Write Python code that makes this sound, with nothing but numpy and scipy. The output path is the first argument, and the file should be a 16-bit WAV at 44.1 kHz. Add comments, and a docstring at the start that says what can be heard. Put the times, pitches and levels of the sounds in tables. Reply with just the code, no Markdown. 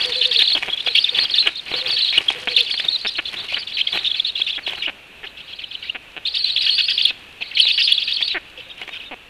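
"""Black stork nestlings beg on a stick nest high in a forest, close to a fixed microphone.
One side of the syrinx whistles, swooping down into loud yelps, while the other rasps underneath;
a second nestling joins in, and short croaks ring in throat and chest. Wings beat and brush the nest,
twigs snap, bills clack and soft low hoots come and go. Branches and trunks return a faint echo,
and behind it all lies the hush of the trees."""
import sys
import numpy as np
from scipy import signal
from scipy.fft import rfft, irfft
from scipy.io import wavfile

SR = 44100
rng = np.random.default_rng(int(sys.argv[2]) if len(sys.argv) > 2 else 0)


def wrap_up_sound(samples):
    """Save the sound to the file named by the first command line argument, as 16-bit audio."""
    columns = np.atleast_2d(samples).T
    # keep every value between -1 and 1, then stretch to whole-number steps
    tamed = np.clip(columns, -1, 1)
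    steps = np.round(tamed * 32767).astype(np.int16)
    wavfile.write(sys.argv[1], SR, steps)


N = 409688
TIME = np.arange(N) / SR
YELP_S = .0024  # nominal half-width of a yelp

# Begging syllables, levels relative: (time [s], length [s], yelp pitch [Hz], opening yelp [dB],
# closing yelp [dB], rasp [dB], whistle over the rasp [dB], held pitch [Hz], held level [dB])
BEGGING_SYLLABLES = [(0.014, 0.035, 3310.0, -12, -12.5, -19, -20, 4284, -28),
                     (0.124, 0.035, 3440.0, -14.5, -12, -22, -22.5, 4170, -20.5),
                     (0.217, 0.04, 3450.0, -6.5, -8, -14.5, -19, 4240, -26.5),
                     (0.317, 0.047, 3410.0, -11.5, -6, -15, -19.5, 4303, -15),
                     (0.393, 0.029, 3620.0, -6, -5.5, -10, -15, 3957, -16.5),
                     (0.479, 0.044, 3420.0, -8.5, -11, -21, -16, 4130.0, -12),
                     (0.552, 0.023, 3220.0, -11.5, -26.5, -17, -34, 3981, -39),
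                     (0.702, 0.033, 3270.0, -18.5, -16.5, -30.5, -32, 3660.0, -40.5),
                     (0.778, 0.029, 3390.0, -18, -17, -22.5, -33.5, 3953, -35.5),
                     (0.866, 0.021, 3230.0, -14.5, -10.5, -14.5, -20, 4028, -24),
                     (0.954, 0.034, 3120.0, -6.5, -4, -10, -16.5, 4370.0, -20.5),
                     (1.046, 0.048, 3470.0, -5.5, -9.5, -18, -31.5, 4170, -29.5),
                     (1.15, 0.04, 3410.0, -12.5, -5.5, -16, -24, 4290, -15.5),
                     (1.256, 0.045, 3190.0, -14, -17.5, -27, -34.5, 4400, -20.5),
                     (1.343, 0.043, 3460.0, -7.5, -4.5, -17, -16.5, 4220.0, -11.5),
                     (1.428, 0.046, 2900.0, -25, -7.5, -23.5, -24, 3890.0, -33.5),
                     (1.56, 0.037, 3580.0, -25.5, -23, -33.5, -24, 4180, -42.5),
                     (1.665, 0.051, 2800.0, -32, -25, -31, -34.5, 3963, -24.5),
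                     (1.744, 0.073, 3540.0, -13, -18, -23, -22, 4260, -35),
                     (1.863, 0.044, 3390.0, -15, -13, -21.5, -20.5, 4260, -17),
                     (1.968, 0.044, 3390.0, -13.5, -13, -16.5, -16, 4010, -13),
                     (2.05, 0.042, 3780.0, -10, -15, -18, -18.5, 4136, -18.5),
                     (2.131, 0.051, 2810.0, -22, -3.5, -15, -21, 4040.0, -42),
                     (2.288, 0.028, 3250.0, -5.5, -20.5, -21.5, -39, 3674, -37.5),
                     (2.488, 0.058, 3170.0, -14, -20.5, -26.5, -25, 4220, -21.5),
                     (2.568, 0.042, 3480.0, -2.5, -6, -10, -17.5, 4150, -27),
                     (2.667, 0.046, 3360.0, -19.5, -13.5, -23, -29.5, 4290.0, -21.5),
                     (2.779, 0.026, 3390.0, -13.5, -14, -20, -29.5, 4195, -29),
                     (2.849, 0.039, 3690.0, -18, -6.5, -31.5, -35, 4010, -22.5),
                     (2.961, 0.054, 3850.0, -12, -26.5, -32.5, -31, 4375, -32),
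                     (3.072, 0.021, 3600.0, -13.5, -16.5, -23.5, -24, 3920.0, -31),
                     (3.155, 0.037, 2920.0, -24.5, -22, -28.5, -21.5, 4060, -45),
                     (3.259, 0.03, 3400.0, -20, -20, -27, -26, 4000, -42),
                     (3.37, 0.04, 3420.0, -31.5, -23.5, -33, -23.5, 3870, -34),
                     (3.488, 0.058, 2880.0, -25.5, -11.5, -21.5, -31.5, 4030, -26),
                     (3.575, 0.058, 2940.0, -21.5, -27.5, -34, -26, 4560, -44),
                     (3.676, 0.049, 3380.0, -19.5, -22.5, -26.5, -38, 4028, -26),
                     (3.773, 0.042, 3090.0, -15.5, -8.5, -15.5, -22, 3960.0, -34),
                     (3.874, 0.016, 3130.0, -9.5, -24, -22, -27, 4360.0, -31.5),
                     (3.929, 0.063, 3490.0, -14.5, -15.5, -22.5, -22, 3946, -30),
                     (4.047, 0.031, 3520.0, -19, -11, -16, -17, 3795, -26.5),
                     (4.102, 0.015, 3340.0, -20.5, -11.5, -25, -23, 3950.0, -28),
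                     (4.147, 0.054, 3330.0, -15, -7, -24, -24, 4090, -34.5),
                     (4.25, 0.05, 3620.0, -14, -19, -23, -19, 4035, -38),
                     (4.358, 0.062, 3320.0, -14.5, -7.5, -21, -22.5, 3923, -28.5),
                     (4.469, 0.037, 3500.0, -13.5, -17, -18, -28, 4070, -28.5),
                     (4.53, 0.042, 3330.0, -18.5, -18.5, -25.5, -29, 3790.0, -42),
                     (4.668, 0.028, 3390.0, -19, -20, -18.5, -27.5, 3830, -45.5),
                     (4.724, 0.029, 2840.0, -22, -24, -37, -40, 4000, -36),
                     (4.826, 0.038, 2790.0, -16, -11, -20, -43, 3906, -48),
                     (5.243, 0.029, 2930.0, -30, -26, -30, -41, 3990.0, -48),
                     (5.374, 0.041, 3070.0, -34.5, -38.5, -32, -43.5, 3930, -46),
                     (5.481, 0.055, 3160.0, -37, -25.5, -32, -40.5, 3974, -42),
                     (5.594, 0.049, 2960.0, -24, -22, -30.5, -38.5, 3860, -42),
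                     (5.715, 0.0389, 3030.0, -26.5, -21, -30, -34.5, 3940, -42),
                     (5.83, 0.07, 2760.0, -22.5, -12.5, -30.5, -34, 3730, -42),
                     (6.257, 0.028, 3540.0, -14, -18.5, -21, -15.5, 4126, -28),
                     (6.345, 0.027, 3620.0, -17, -12, -18.5, -20, 4256, -20),
                     (6.446, 0.06, 3890.0, -8.5, -11.5, -19, -19.5, 4174, -22.5),
                     (6.565, 0.016, 3320.0, -10, -12, -15.5, -22, 4270.0, -18.5),
                     (6.611, 0.037, 3750.0, -18.5, -31, -15, -20.5, 4500.0, -13),
                     (6.667, 0.03, 3200.0, -13, -9, -13, -18.5, 4375, -15),
                     (6.784, 0.025, 3250.0, -14, -9, -12.5, -15, 4470.0, -19),
                     (6.887, 0.034, 3320.0, -12.5, -11, -14.5, -19, 4598, -23),
                     (6.981, 0.034, 3370.0, -9.5, -8.5, -15, -22.5, 4383, -18.5),
                     (7.056, 0.05, 3230.0, -3.5, -22, -17.5, -22.5, 4190.0, -47.5),
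                     (7.415, 0.012, 2540.0, -21.5, -21, -19.5, -42, 4190.0, -36),
                     (7.517, 0.027, 2550.0, -24.5, -32, -33, -47, 4070.0, -21),
                     (7.573, 0.03, 2940.0, -11, -2, -13, -19, 3990.0, -13.5),
                     (7.671, 0.044, 3420.0, -9.5, -10, -12, -20, 4368, -20),
                     (7.78, 0.04, 3320.0, -14, -11.5, -12, -18.5, 4650, -15.5),
                     (7.879, 0.046, 3310.0, -8, -2.5, -12.5, -22, 4220.0, -20.5),
                     (7.982, 0.047, 3280.0, -10.5, -16, -19.5, -28, 4430.0, -25),
                     (8.081, 0.045, 3590.0, -15, -16.5, -17, -26, 4270.0, -21.5),
                     (8.171, 0.057, 3280.0, -16, -8.5, -21.5, -37.5, 4406, -22),
                     (8.281, 0.056, 3630.0, -16, -31, -21.5, -26, 3960.0, -43),
                     (8.578, 0.031, 2960.0, -39, -34.5, -29.5, -52, 3730, -45),
                     (8.697, 0.019, 3220.0, -40, -31, -37, -40, 3660.0, -49),
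                     (8.781, 0.047, 2750.0, -31.5, -27.5, -37, -41, 3840.0, -52),
                     (8.932, 0.041, 2950.0, -33.5, -28, -26, -45, 3705, -42),
                     (9.004, 0.046, 2920.0, -29.5, -33, -33, -44, 3620, -39)]
# Spectrum of a dry twig cracking: (frequency [Hz], gain [dB])
TWIG_SPECTRUM = [(150, -18), (400, -6), (800, -0.5), (1300, -5.5), (2400, 12.5), (3400, 1.5), (5000, -21),
                 (8000, -23.5), (14000, -39)]
# Dull resonance of a bird's chest, also used for the nest's sticks: (frequency [Hz], gain [dB])
BODY_SPECTRUM = [(120, -5), (250, -0.5), (370, 3.5), (520, 3), (760, 5), (1150, -1.5), (1700, 1.5),
                 (3000, -36)]


def undb(db):
    """Decibels to gain."""
    return 10 ** (np.asarray(db) / 20)


def unit(x):
    """Scale to rms 1."""
    return x / np.sqrt(np.mean(x ** 2) + 1e-18)


def smooth(x, seconds):
    """Bell-shaped moving average."""
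    bell = np.exp(-.5 * (np.arange(-600, 601) / (seconds * SR)) ** 2)
    return signal.oaconvolve(x, bell / bell.sum(), "same")


def wander(rate):
    """Random values joined by straight lines, rate of them a second, at rms 1."""
    return unit(np.interp(TIME * rate, np.arange(N // 4), rng.standard_normal(N // 4)))


def colour(x, points, size=4096):
    """Minimum-phase filter through (frequency [Hz], gain [dB]) points."""
    hz, db = np.transpose(points)
    grid = np.maximum(np.arange(size // 2 + 1) * SR / size, 1)
    cepstrum = irfft(np.log(undb(np.interp(np.log(grid), np.log(hz), db))))
    cepstrum[1:size // 2] *= 2
    cepstrum[size // 2 + 1:] = 0
    return signal.oaconvolve(x, irfft(np.exp(rfft(cepstrum))))[:len(x)]


def resonate(x, hz, width_hz):
    """Two resonators in series on one centre, the second twice as wide."""
    for width in (width_hz, 2 * width_hz):
        x = signal.lfilter(*signal.iirpeak(hz, hz / width, fs=SR), x)
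    return x


def add(out, start, x):
    """Mix a short sound in at a time in seconds."""
    i = max(int(start * SR), 0)
    out[i:i + len(x)] += x[:max(N - i, 0)]


def forest(level_db=-43.5):
    """The steady hush of the trees around the nest, wavering slightly."""
    # Forest ambience: (frequency [Hz], gain [dB])
    hush_spectrum = [(20, -9), (55, -3.5), (90, -7), (150, -10), (300, -9), (600, -10), (1100, -13),
                     (1700, -10), (2100, -11), (2600, 0), (3200, -7.5), (4000, -15.5), (5000, -28),
                     (6500, -28.5), (13000, -33.5)]
    hush = colour(rng.standard_normal(N), hush_spectrum)
    return undb(level_db) * unit(hush * undb(.86 * wander(7.9)))


def wings(rise_s=.039, fall_s=.082, hiss_db=-13, rustle_db=-2, crackle_db=-4, ticks_per_s=130):
    """Each stroke swells and dies away, pushing air, rubbing feathers and stirring small twigs."""
    # Wing strokes sweeping the nest: (time [s], level [dB])
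    strokes = [(0.01, -31), (0.39, -41), (0.55, -33), (0.66, -42), (0.88, -39.5), (1.17, -32),
               (1.41, -34.5), (1.72, -34), (1.88, -33), (2.2, -32.5), (2.35, -36), (2.52, -42), (2.76, -50),
               (2.86, -37.5), (3.35, -35.5), (3.519, -39.5), (3.95, -33.5), (4.19, -49), (4.72, -35),
               (8.19, -46.5), (8.83, -41)]
    # Feathers rustling between strokes: (time [s], level [dB])
    rustle_levels = [(0, -37.5), (.9, -45.5), (1.55, -47), (2.4, -39.5), (3.2, -47), (4.7, -50.5),
                     (5.1, -66), (8, -56), (9.29, -68)]
    # Air pushed by a wing: (frequency [Hz], gain [dB])
    whoosh_spectrum = [(50, -17.5), (100, -3.5), (220, -6), (380, -3.5), (700, -4.5), (1200, -4.5),
                       (2200, 0), (3200, 7), (5000, -28.5)]
    # Feathers rubbing: (frequency [Hz], gain [dB])
    feather_spectrum = [(2000, -14), (4000, 24), (5500, 13), (7500, 5), (10000, 7.5), (12000, -18),
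                        (14000, -53.5)]
    beats = np.zeros(N)
    for at, db in strokes:
        width = np.where(TIME < at, rise_s, fall_s)
        beats += undb(db) * np.exp(-((TIME - at) / width) ** 2 / 2)
    rustle = undb(np.interp(TIME, *np.transpose(rustle_levels)))
    motion = np.hypot(beats, rustle)
    rub = np.hypot(undb(hiss_db) * beats, undb(rustle_db) * rustle)
    eddies = undb(4 * wander(60))
    whoosh = unit(colour(rng.standard_normal(N), whoosh_spectrum) * eddies)
    hiss = unit(colour(rng.standard_normal(N) * undb(4.8 * wander(250)), feather_spectrum))
    ticks = (rng.random(N) < ticks_per_s / SR) * rng.standard_normal(N)
    crackle = undb(crackle_db) * unit(colour(ticks, TWIG_SPECTRUM))
    return motion * (whoosh + crackle) + rub * hiss


def begging_contours(climb_s=.008, pause_s=.095, last_note_s=.044, fade_s=.011, rasp_ratio=.92):
    """Pitch and level of whistle and rasp: a syllable dives, rasps, dives again, then holds a note."""
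    knots = []  # (time [s], whistle pitch [Hz], whistle level [dB], rasp pitch [Hz], rasp level [dB])
    next_starts = [row[0] for row in BEGGING_SYLLABLES[1:]] + [np.inf]
    for syllable, next_start in zip(BEGGING_SYLLABLES, next_starts):
        start, length, yelp_hz, _, _, rasp_db, whistle_db, held_hz, held_db = syllable
        end = start + length
        rasp_hz = yelp_hz * rasp_ratio
        climb = min(climb_s, length / 3)
        dwell = min(YELP_S, climb) / 2
        for t in (start - dwell, start + dwell, end - dwell, end + dwell):
            knots.append((t, yelp_hz, whistle_db - 5, rasp_hz, rasp_db - 3))
        # between the two yelps the whistle arches up and the rasp sags
        inner_hz = yelp_hz + .95 * (held_hz - yelp_hz)
        sag_hz = .94 * rasp_hz
        for t in (start + climb, end - climb):
            knots.append((t, inner_hz, whistle_db - 2, sag_hz, rasp_db - 1.5))
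        knots.append((start + length / 2, inner_hz + 300, whistle_db - 2, sag_hz, rasp_db - 3))
        # the held note crests, sags and crests over a husk of the rasp; forceful notes overshoot
        linked = next_start - end < pause_s
        hold = next_start - end if linked else last_note_s
        climb = min(climb_s, hold / 3)
        husk_db = (rasp_db + held_db) / 2 - 10
        overshoot = np.interp(held_db, (-48, -26), (0, 560))
        knots += [(end + climb, held_hz + .78 * overshoot, held_db - 2, rasp_hz, husk_db),
                  (end + hold / 2, held_hz - .3 * overshoot, held_db + 1, rasp_hz, husk_db),
                  (end + hold - climb, held_hz + .65 * overshoot, held_db - 6, rasp_hz, husk_db - 6)]
        if not linked:
            for t in (end + hold + fade_s, min(next_start, N / SR + 1) - fade_s):
                knots.append((t, yelp_hz, -65, rasp_hz, -65))
    times, *columns = np.transpose(sorted(knots))
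    hz, db, rasp_hz, rasp_db = (np.interp(TIME, times, column) for column in columns)
    # a high whistle strays more freely, and thins out above the throat's resonance
    hz += wander(70) * np.interp(hz, (3400, 4300), (0, 120))
    db -= 7 * np.maximum(hz - 4800, 0) / 1e3
    return hz, db, rasp_hz, rasp_db


def yelp_envelope(boost_db=1):
    """The burst of loudness at the bottom of each dive; the softest and the loudest last longer."""
    out, t = np.zeros(N), np.arange(-600, 601) / SR
    for start, length, _, opening_db, closing_db, *_ in BEGGING_SYLLABLES:
        for at, db in ((start, opening_db), (start + length, closing_db)):
            width = YELP_S * np.interp(db, (-25, -11, -3), (1.337, .9, 1.167))
            add(out, at + t[0], undb(db + boost_db) * np.exp(-(t / width) ** 2 / 2))
    return out


def begging(flutter_db=3.8, lower_db=-3.5, subharmonic_db=-18, air_db=-8, buzz_hz=380):
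    """One side of the syrinx whistles, the other sings lower and roughens it; a sibling joins in."""
    # Breath noise in the rasp: (frequency [Hz], gain [dB])
    breath_spectrum = [(1200, -34), (1800, -8), (2200, -7), (2600, 9.5), (3400, 9.5), (4200, -13),
                       (4900, -7.5), (5600, -13.5), (7000, -31.5)]
    hz, db, rasp_hz, rasp_db = begging_contours()
    gain = np.hypot(smooth(undb(db), .00083), yelp_envelope())
    rasp_gain = smooth(undb(rasp_db), .00032)
    roughness = rasp_gain / (rasp_gain + gain)
    # softly sung notes do not lock onto their pitch and come out hoarse
    weakness = 1 / (1 + (gain / undb(-28)) ** 2)
    jitter = .00688 + .04 * roughness + .028 * weakness
    hz = smooth(hz, .00135) * (1 + jitter * wander(600))
    phase = 2 * np.pi * np.cumsum(hz) / SR
    whistle = gain * undb(flutter_db * roughness * wander(450)) * np.sin(phase)
    rasp_hz = smooth(rasp_hz, .001992) * (1 + .083 * wander(130) + .03006 * wander(900))
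    rasp_phase = 2 * np.pi * np.cumsum(rasp_hz) / SR
    lower_tone = undb(lower_db + 2 * wander(250)) * np.sin(rasp_phase)
    # now and then, at random, a faint tone about an octave below joins the rasp
    subharmonic = undb(subharmonic_db) * np.clip(wander(25), 0, 1) * np.sin((phase + rasp_phase) / 4)
    air = undb(air_db) * unit(colour(rng.standard_normal(N), breath_spectrum))
    rasp = rasp_gain * (subharmonic + lower_tone + air)
    # the slack membranes flap, chopping the rough notes into a buzz
    flap = np.sin(2 * np.pi * np.cumsum(buzz_hz * (1 + .32 * wander(60))) / SR)
    voice = (whistle + rasp) * (1 + .5 * np.sqrt(roughness) * flap)
    effort = smooth(np.minimum(gain, undb(-16)), .0071)
    voices = voice + sibling(effort)
    return voices + overtones(voices)


def sibling(effort, held_hz=4250, dip_hz=1000, drift_hz=320, swoops_per_s=24, flutter_db=3.5):
    """The second nestling is stirred by the first and swoops along in its own time."""
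    # How strongly it joins in: (time [s], level against the first bird's effort [dB])
    joining_levels = [(0, -3.5), (1.3, -14.5), (2.6, -8.5), (3.5, -6.5), (4.5, -25), (5.6, -8), (6.3, -16),
                      (8.3, -2.5), (8.9, -26)]
    beat = np.cumsum(swoops_per_s * undb(3 * wander(20))) / SR
    dip = np.sin(np.pi * beat) ** 4
    hz = (held_hz + drift_hz * wander(35) - dip_hz * dip) * (1 + .01452 * wander(700))
    db = np.interp(TIME, *np.transpose(joining_levels)) + flutter_db * wander(250)
    return effort * undb(db) * np.sin(2 * np.pi * np.cumsum(hz) / SR)


def overtones(voices, tones_db=-27, wheeze_db=-39):
    """Faint octaves, sum tones and a wheeze swell with each note."""
    # Treble colour of the voices: (frequency [Hz], gain [dB])
    overtone_spectrum = [(1500, -55), (5000, -13), (6500, -12), (8000, -5.5), (10000, 3.5), (12000, -3),
                         (14000, -21.5)]
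    power = smooth(voices ** 2, .00068)
    swell = np.sqrt(np.abs(power) + 1e-9)
    tones = undb(tones_db) * (voices ** 2 - power) / swell
    wheeze = undb(wheeze_db) * swell * rng.standard_normal(N)
    return colour(tones + wheeze, overtone_spectrum)


def hoots(arch=.1, octave_db=-22, boost_db=2):
    """Soft, nearly pure low notes that rise a little and drop at the end."""
    # Low hoots: (time [s], length [s], nominal pitch [Hz], relative level [dB])
    notes = [(0.04, 0.095, 493, -34.5), (0.148, 0.087, 504, -35), (0.245, 0.082, 502, -36),
             (0.35, 0.055, 457, -40.5), (0.85, 0.075, 487.4, -42), (1.12, 0.03, 492.5, -39),
             (1.735, 0.053, 502, -37.5), (1.81, 0.085, 512, -38.5), (1.935, 0.029, 506, -44),
             (2.35, 0.04, 492.3, -39), (2.41, 0.073, 506, -44), (2.485, 0.069, 493.5, -38),
             (2.565, 0.079, 489, -39), (8.575, 0.03, 508.7, -43), (8.66, 0.037, 521, -53)]
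    out = np.zeros(N)
    for start, length, hz, db in notes:
        along = np.linspace(0, 1, int(length * SR))
        bend = 1.015 - arch * (2 * (along - .4)) ** 2
        phase = 2 * np.pi * np.cumsum(hz * bend) / SR
        tone = np.sqrt(2) * (np.sin(phase) + undb(octave_db) * np.sin(2 * phase))
        add(out, start, undb(db + boost_db) * signal.windows.tukey(len(along), .45) * tone)
    return out


def sliding_whistles(bend=1.25, jitter=.0028, flutter_db=1.5):
    """Pure whistles that swell, slide down and fade."""
    # Falling whistles: (time [s], length [s], starting pitch [Hz], final pitch [Hz], level [dB])
    slides = [(.38, .035, 4250, 3830, -29), (0.48, 0.037, 4440, 3880, -18),
              (0.722, 0.031, 3340, 3294, -19.5), (1.199, 0.06, 4620, 3790, -25),
              (1.395, 0.04, 4390, 3900, -18), (2.92, 0.043, 4400, 3860, -17.5),
              (3.736, .035, 4700, 3890, -25.5), (3.902, .03, 4900, 4016, -33),
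              (4.62, 0.076, 4675, 3100, -36), (4.781, 0.069, 4525, 2880, -30.5),
              (7.065, 0.033, 4430, 2867, -24), (8.3, 0.028, 3990, 3895, -17.5),
              (8.336, .03, 3700, 2998, -37.5), (8.691, 0.046, 3800, 3590, -39),
              (8.9, .085, 3726, 3550, -37), (9.047, .055, 3780, 3500, -37)]
    out = np.zeros(N)
    waver = 1 + jitter * wander(430)
    flutter = undb(flutter_db * wander(150))
    for start, length, from_hz, to_hz, db in slides:
        along = np.linspace(0, 1, int(length * SR))
        hz = (from_hz + (to_hz - from_hz) * along ** bend) * waver[int(start * SR):][:len(along)]
        tone = np.sin(2 * np.pi * np.cumsum(hz) / SR)
        add(out, start, undb(db) * signal.windows.tukey(len(along), .6) * tone)
    return out * flutter


def clacks(decay_s=.0021, rattle_db=-20, rattle_s=.019, boost_db=14.5, knock_db=-9):
    """Dry snaps: a crack, a brief rattle and a dull knock from the sticks below."""
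    # Twigs and bills clacking: (time [s], relative peak [dB], knock emphasis [dB])
    snaps = [(0.421, -20.5, -36), (0.577, -28, -8), (0.626, -22.5, -20), (0.631, -22, -10),
             (0.659, -39, -27), (0.872, -29, 6), (0.881, -43, -10), (1.19, -25, -31), (1.472, -19.5, -35),
             (1.716, -25.5, 0.5), (1.739, -27, 3), (2.127, -28, -28), (2.207, -30, 3.5),
             (2.303, -22.5, 2.5), (2.316, -34, -26), (2.505, -40, -18), (2.518, -26.5, -14),
             (2.741, -26.5, -24), (2.798, -26, -19), (3.341, -32.5, -25), (3.525, -31.5, 4),
             (3.545, -55, -13), (3.948, -31.5, -1), (3.957, -29.5, 4), (3.973, -22.5, -24),
             (4.399, -40, 6.5), (4.676, -30.5, 4), (4.733, -30, -1), (7.654, -27, -14), (8.208, -29, -9),
             (8.216, -27, -6), (8.815, -32.5, -19.5), (8.878, -32.5, -24), (8.891, -33.5, -22)]
    out, t = np.zeros(N), np.arange(SR // 20) / SR
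    envelope = np.exp(-t / decay_s) + undb(rattle_db) * np.exp(-t / rattle_s)
    for start, db, emphasis_db in snaps:
        burst = rng.standard_normal(len(t)) * envelope
        crack, knock = colour(burst, TWIG_SPECTRUM), colour(burst, BODY_SPECTRUM)
        crack /= np.abs(crack).max()
        knock *= undb(knock_db + emphasis_db) / np.abs(knock).max()
        add(out, start, undb(db + boost_db) * (crack + knock))
    return out


def croaks(droop=.3, jitter=.042, scatter_db=2, windpipe_db=-3, chest_boost_db=5, bill_cutoff_hz=3300):
    """A handful of sharp pulses that slow down, ringing throat, windpipe and chest."""
    # Short croaks: (time [s], length [s], pulse rate [Hz], airway level [dB], throat resonance [Hz],
    # relative chest level [dB])
    calls = [(0.549, 0.019, 317.5, -42, 2910, -34.5), (0.679, 0.014, 245, -24.5, 2430, -34),
             (1.459, 0.0342, 370.5, -20, 2800, -37.5), (2.175, 0.014, 337.2, -20, 2687, -34),
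             (2.472, 0.013, 264, -17.5, 2402, -30.5), (3.047, 0.018, 238.5, -20, 2461, -35),
             (3.183, 0.018, 341.5, -18, 2470, -35.5), (3.566, 0.017, 266.6, -23.5, 2227, -40.5),
             (4.578, 0.016, 289.4, -26.5, 2100, -41), (4.871, 0.031, 302.4, -23, 2485, -37.5),
             (5.231, 0.025, 423, -32, 1912, -44.5), (5.946, 0.0213, 263.9, -26, 2380, -40.5),
             (6.163, 0.026, 169, -28.5, 2595, -42.5), (7.103, 0.0105, 293.4, -27, 2630, -42),
             (7.407, 0.017, 254.6, -34, 2872, -44), (8.344, 0.038, 350, -21.5, 1966, -35),
             (9.11, 0.032, 272, -31, 2380, -37)]
    out = np.zeros(N)
    for start, length, rate, airway_db, throat_hz, chest_db in calls:
        count = max(int(round(length * rate)), 2)
        timing_noise, level_noise = rng.standard_normal((32, 2))[:count].T
        along = np.linspace(0, 1, count)
        periods = (1 + droop * (along - .5) + jitter * timing_noise) / rate
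        onsets = ((np.cumsum(periods) - periods[0] / 2) * SR).astype(int)
        pulses = np.zeros(int((length + .04) * SR))
        pulses[onsets] = undb(scatter_db * level_noise) * (1 + .28 * np.sin(np.pi * along))
        throat = resonate(pulses, throat_hz, width_hz=900)
        windpipe = resonate(pulses, hz=1720, width_hz=600)
        airway = undb(airway_db) * unit(throat + undb(windpipe_db) * windpipe)
        chest = undb(chest_db + chest_boost_db) * unit(colour(pulses, BODY_SPECTRUM))
        sounding_share = length * SR / len(pulses)
        add(out, start, (airway + chest) * np.sqrt(sounding_share))
    # the nearly closed bill keeps the croaks dull
    return signal.sosfilt(signal.butter(6, bill_cutoff_hz, fs=SR, output="sos"), out)


def canopy(x, near_db=-14, near_decay_s=.0023, far_db=-27, far_t60_s=.76):
    """Quick reflections from nest and branches, then a faint tail from the trunks farther off."""
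    t = np.arange(SR) / SR
    sparse = rng.standard_normal(SR) * (rng.random(SR) < .02)
    near = sparse * np.exp(-t / near_decay_s) * (t > .002)
    far = rng.standard_normal(SR) * undb(-60 * t / far_t60_s) * (t > .02)
    echo = undb(near_db) * unit(near) + undb(far_db) * unit(far)
    return x + signal.oaconvolve(x, echo / np.sqrt(SR))[:N]


def scene():
    """The nest at close range and the forest behind it, in mono."""
    nest = begging() + sliding_whistles() + croaks() + hoots() + clacks() + wings()
    return (canopy(nest) + forest())[None]


def record(dry, ceiling=.73, top_hz=14000):
    """The close microphone flattens the loudest yelps and loses the highest treble."""
    rounded = dry / (1 + (dry / ceiling) ** 8) ** (1 / 8)
    return signal.sosfilt(signal.ellip(8, .2, 70, top_hz, fs=SR, output="sos"), rounded)


dry = scene()
out = record(dry)
wrap_up_sound(out)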